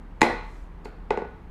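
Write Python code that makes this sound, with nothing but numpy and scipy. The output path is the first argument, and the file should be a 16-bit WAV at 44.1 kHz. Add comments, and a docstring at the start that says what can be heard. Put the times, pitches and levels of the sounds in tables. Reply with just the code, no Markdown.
"""Cat and wooden pop-up toy

A cat plays with a toy box on the floor of a small room. A lever throws a peg against its stop with one
hard crack, and a paw brushes the peg; later it slips with a tiny friction squeak, drops into the box and
bounces. Each impact excites the damped resonances of the box, which drive the room's standing waves
and a brief reverberation. A low rumble and a faint hum lie underneath."""
import sys
import numpy as np
from scipy import signal
from scipy.fft import rfft, irfft
from scipy.io import wavfile

SR = 44100
rng = np.random.default_rng(int(sys.argv[2]) if len(sys.argv) > 2 else 0)


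def file_out(sig):
    """Save sig as 16-bit WAV at sys.argv[1]."""
    # one column per channel
    cols = np.atleast_2d(sig).T
    # limit, then scale
    lim = np.clip(cols, -1, 1)
    pcm = np.round(lim * 32767).astype(np.int16)
    wavfile.write(sys.argv[1], SR, pcm)


N = 66150
TIME = np.arange(N) / SR
HZ = np.arange(N // 2 + 1) * SR / N
ROOM_DELAY_S, ROOM_BUILD_S = 0.006215, 0.0045

# A faint lead-in that softens the onset of the first crack (first row), then the contacts of the peg:
# t/s, level/dB, place (0 = upper stop, 1 = box bottom), tilt/(dB per octave),
# relative crack level/dB, relative level into the room/dB
EXCITATIONS = [(0.2085, -25, 0.022, 1.5, 6, 3.5), (0.2153, -1, 0.021, 0, -0.5, -1.5),
               (0.2280, -3, 0.44, -3.5, -9.5, 3.5), (0.25, -18, 0.37, -2.5, -32, 14.5),
               (0.8533, -19.5, 0.96, -1.5, -1.5, -1), (1.1048, 1.5, 1, 1.5, -8, -3),
               (1.1384, -12.5, 1, 0, -23.5, -12), (1.1724, -9, 0.81, -3, -9.5, 0),
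               (1.2177, -15.5, 0.83, -4.5, -26, -4), (1.2475, -24.5, 0.55, -5, -22, -26.5)]
# Spectrum of rubbing noise: f/Hz, level/dB
FRICTION_SPECTRUM = [(400, 5), (900, 6), (3000, -13), (7000, -11), (13000, -23)]


def from_db(db):
    """Amplitude ratio of a level in decibels."""
    return 10 ** (np.asarray(db) / 20)


def unit_rms(x):
    """Normalisation to unit mean power."""
    return x / np.sqrt(np.mean(x ** 2) + 1e-20)


def at_hz(points, hz):
    """Interpolation of a spectrum on a logarithmic frequency axis."""
    freqs, values = np.transpose(points)
    return np.interp(np.log(np.maximum(hz, 1)), np.log(freqs), values)


def noise(spectrum):
    """Spectral shaping of white noise, at unit power."""
    return unit_rms(irfft(rfft(rng.standard_normal(N)) * from_db(at_hz(spectrum, HZ)), N))


def since(start):
    """Elapsed time in seconds, zero before the start."""
    return np.maximum(TIME - start, 0)


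def damped_envelope(t, rise, t60):
    """Exponential decay with a rounded onset."""
    return (1 - np.exp(-np.minimum(t / rise, 10) ** 2)) * np.exp(-np.log(1000) * np.minimum(t / t60, 10))


def burst(start, rise, t60):
    """A damped envelope normalised to unit energy."""
    return unit_rms(damped_envelope(since(start), rise, t60)) / np.sqrt(N)


def stroke(start, length):
    """A half-sine pulse of rubbing pressure."""
    return np.abs(np.sin(np.pi * np.minimum(since(start) / length, 1)))


def minimum_phase(gain):
    """Causality: the one-sided cepstrum gives a magnitude response its phase."""
    cepstrum = irfft(np.log(gain), N)
    return gain * np.exp(2j * rfft(cepstrum * (np.arange(N) < N // 2)).imag)


def background():
    """Superposition of room air, rumble, a phase-modulated drone and an amplitude-modulated hum."""
    # Spectra of the air and the rumble: f/Hz, level/dB
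    air_spectrum = [(60, -20), (110, -8), (200, -4), (300, -8.5), (420, -12), (600, -18), (900, -13),
                    (1300, -19.5), (2000, -25), (3000, -34), (4200, -41), (6000, -49), (9000, -55),
                    (14000, -80.5)]
    rumble_spectrum = [(15, -10), (30, -7), (45, -1.5), (62, -0.5), (80, -9.5), (130, -18), (300, -63)]
    # Throb of the drone: t/s, level/dB
    drone_levels = [(0, -40.5), (0.14, -42), (0.28, -46.5), (0.38, -39.5), (0.65, -39.5), (0.76, -49.5),
                    (1.04, -39.5), (1.24, -52.5), (1.45, -46)]
    drone_hz, hum_hz = 38, 170
    waver = noise([(5, 0), (30, -60), (200, -120)])
    throb = from_db(np.interp(TIME, *np.transpose(drone_levels)))
    drone = throb * np.sin(2 * np.pi * drone_hz * TIME + 0.12 * waver)
    hum = from_db(-56) * np.sin(2 * np.pi * hum_hz * TIME) * (1 + 0.11 * waver)
    air = from_db(-50.5) * noise(air_spectrum)
    rumble = from_db(-46) * noise(rumble_spectrum)
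    return air + rumble + np.sqrt(2) * (drone + hum)


def reverberation(x):
    """Convolution with dense early reflections and a diffuse tail that decays band by band."""
    # Diffuse field: f/Hz, level/dB, T60/s
    bands = [(120, -4.5, 0.58), (305, -9, 0.29), (486, -10.5, 0.46), (637, 2.5, 0.45), (875, -12, 0.51),
             (1430, 2, 0.58), (2000, -5, 0.57), (3780, -4, 0.54), (7100, -9, 0.42), (14000, -5, 0.29)]
    centres = np.array(bands)[:, 0]
    white = rfft(rng.standard_normal(N))
    response = from_db(-9) * rng.standard_normal(N) * burst(ROOM_DELAY_S, ROOM_BUILD_S, t60=0.084)
    for weights, (_, db, t60) in zip(np.eye(len(bands)), bands):
        band = irfft(white * at_hz(np.c_[centres, weights], HZ), N)
        response += from_db(db) * band * burst(ROOM_DELAY_S, ROOM_BUILD_S, t60)
    return signal.fftconvolve(x, response)[:N]


def standing_waves():
    """Normal modes of the room decay freely, each as strongly as the box drives it."""
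    # Room modes: f/Hz, level/dB, T60/s
    modes = [(241.8, -31.5, 0.5), (341.8, -17, 0.33), (435.6, -41, 0.9), (492, -33, 0.41),
             (545.7, -37.5, 0.22), (723.7, -32, 0.24), (820, -27.5, 0.31), (863, -41.5, 0.78),
             (1456, -42.5, 0.18)]
    start, db, place, tilt, _, room_db = np.transpose(EXCITATIONS)
    arrivals = ((start + ROOM_DELAY_S) * SR).astype(int)
    out = np.zeros(N)
    for hz, mode_db, t60 in modes:
        ring = np.sin(2 * np.pi * hz * TIME) * damped_envelope(TIME, ROOM_BUILD_S, t60)
        drive = from_db(mode_db + db + room_db) * box_response(place, tilt, hz) / box_response(0, 0, hz)
        for first, gain in zip(arrivals, drive):
            out[first:] += gain * ring[:N - first]
    return out


def paw_brush():
    """Friction noise of fur on the peg, its amplitude following the pressure."""
    # Paw strokes: t/s, duration/s, level/dB
    brushes = [(0.38, 0.32, -58.5)]
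    return sum(from_db(db) * stroke(start, length) * noise(FRICTION_SPECTRUM)
               for start, length, db in brushes)


def peg_slip():
    """Sliding friction of wood on wood: a falling squeak in a puff of hiss."""
    # Slips of the peg in its hole: t/s, duration/s, squeak level/dB, hiss level/dB
    slips = [(0.8452, 0.015, -52.5, -47.5)]
    squeak_hz, fall_hz_per_s = 4900, 65000
    out = np.zeros(N)
    for start, length, squeak_db, hiss_db in slips:
        t = since(start)
        squeak = from_db(squeak_db) * np.sin(2 * np.pi * (squeak_hz - fall_hz_per_s * t / 2) * t)
        hiss = from_db(hiss_db) * noise(FRICTION_SPECTRUM)
        out += np.sqrt(stroke(start, length)) * (squeak + hiss)
    return out


def box_response(place, tilt, hz):
    """Damped resonances of the box add in power; the hardness of the blow tilts the spectrum."""
    # Box modes: f/Hz, level struck at the stop/dB, level struck at the bottom/dB, bandwidth/Hz
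    modes = [(212, -15, -15, 76), (300, -0.5, -26, 193), (418, -10.5, 1, 61), (482, -8, -5, 83),
             (744.4, -11, -14.5, 125), (883.6, 3.5, -7, 102), (1082, -7.5, -22, 195),
             (1157, -20, -22.5, 160), (1459, -15, -19, 71), (1993, -3, -25, 246), (2410, -12.5, -33, 300),
             (3560, -23, -42, 1100), (4115, -15.5, -43.5, 330), (5100, -25.5, -53.5, 280)]
    bass_cut_hz = 161  # the small box radiates little below this
    power = 0
    for centre, stop_db, bottom_db, width in modes:
        peak = from_db((1 - place) * stop_db + place * bottom_db)
        power += (peak / (1 + (2 * (hz - centre) / width) ** 2)) ** 2
    radiation = hz ** 2 / (hz ** 2 + bass_cut_hz ** 2) + 1e-4
    octaves = np.log2(np.maximum(hz, bass_cut_hz) / 1000)
    return np.sqrt(power) * radiation * from_db(tilt * octaves)


def box_knock(start, place, tilt, crack_db):
    """A crack, then a thud whose lows lag by bending-wave dispersion. 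Returns direct sound, room feed."""
    # Spectrum of the crack: f/Hz, level/dB
    crack_spectrum = [(300, 13), (1000, 5.5), (2500, 11), (3400, -3.5), (5000, -2.5), (7000, -1.5),
                      (10000, -10), (13500, -23)]
    thud_delay_s = 0.000699  # the panels start to move just after the crack
    bend_delay_s = 0.0017  # group delay of a 1 kHz bending wave
    dulling_db = 23.5 * place * HZ / 10000  # contacts inside the box lose treble
    box_gain = box_response(place, tilt, HZ)
    crack_gain = from_db(-27 + crack_db + at_hz(crack_spectrum, HZ) - dulling_db)
    lag = np.exp(-2j * np.pi * (HZ * (start + thud_delay_s) + 2 * bend_delay_s * np.sqrt(1000 * HZ)))
    crack = crack_gain * rfft(burst(start, rise=0.0013, t60=0.022) * rng.standard_normal(N))
    thud = minimum_phase(box_gain) * lag
    room_feed = minimum_phase(np.hypot(box_gain, crack_gain)) * lag
    return irfft([thud + crack, room_feed], N)


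def scene():
    """Superposition of the direct sound of toy and paw, the room's response and the background."""
    slip = peg_slip()
    direct = slip + paw_brush()
    into_room = from_db(-1) * slip  # the hole shields the squeak from the room
    for start, db, place, tilt, crack_db, room_db in EXCITATIONS:
        knock, room_feed = from_db(34 + db) * box_knock(start, place, tilt, crack_db)
        direct += knock
        into_room += from_db(room_db) * room_feed
    return (direct + reverberation(into_room) + standing_waves() + background())[None]


def record(dry):
    """Soft saturation rounds the highest peaks; a steep low-pass filter removes the top."""
    ceiling, cutoff_hz = 0.88, 14000
    rounded = dry / (1 + (dry / ceiling) ** 8) ** (1 / 8)
    return signal.sosfilt(signal.ellip(10, .2, 80, cutoff_hz, fs=SR, output="sos"), rounded)


dry = scene()
out = record(dry)
file_out(out)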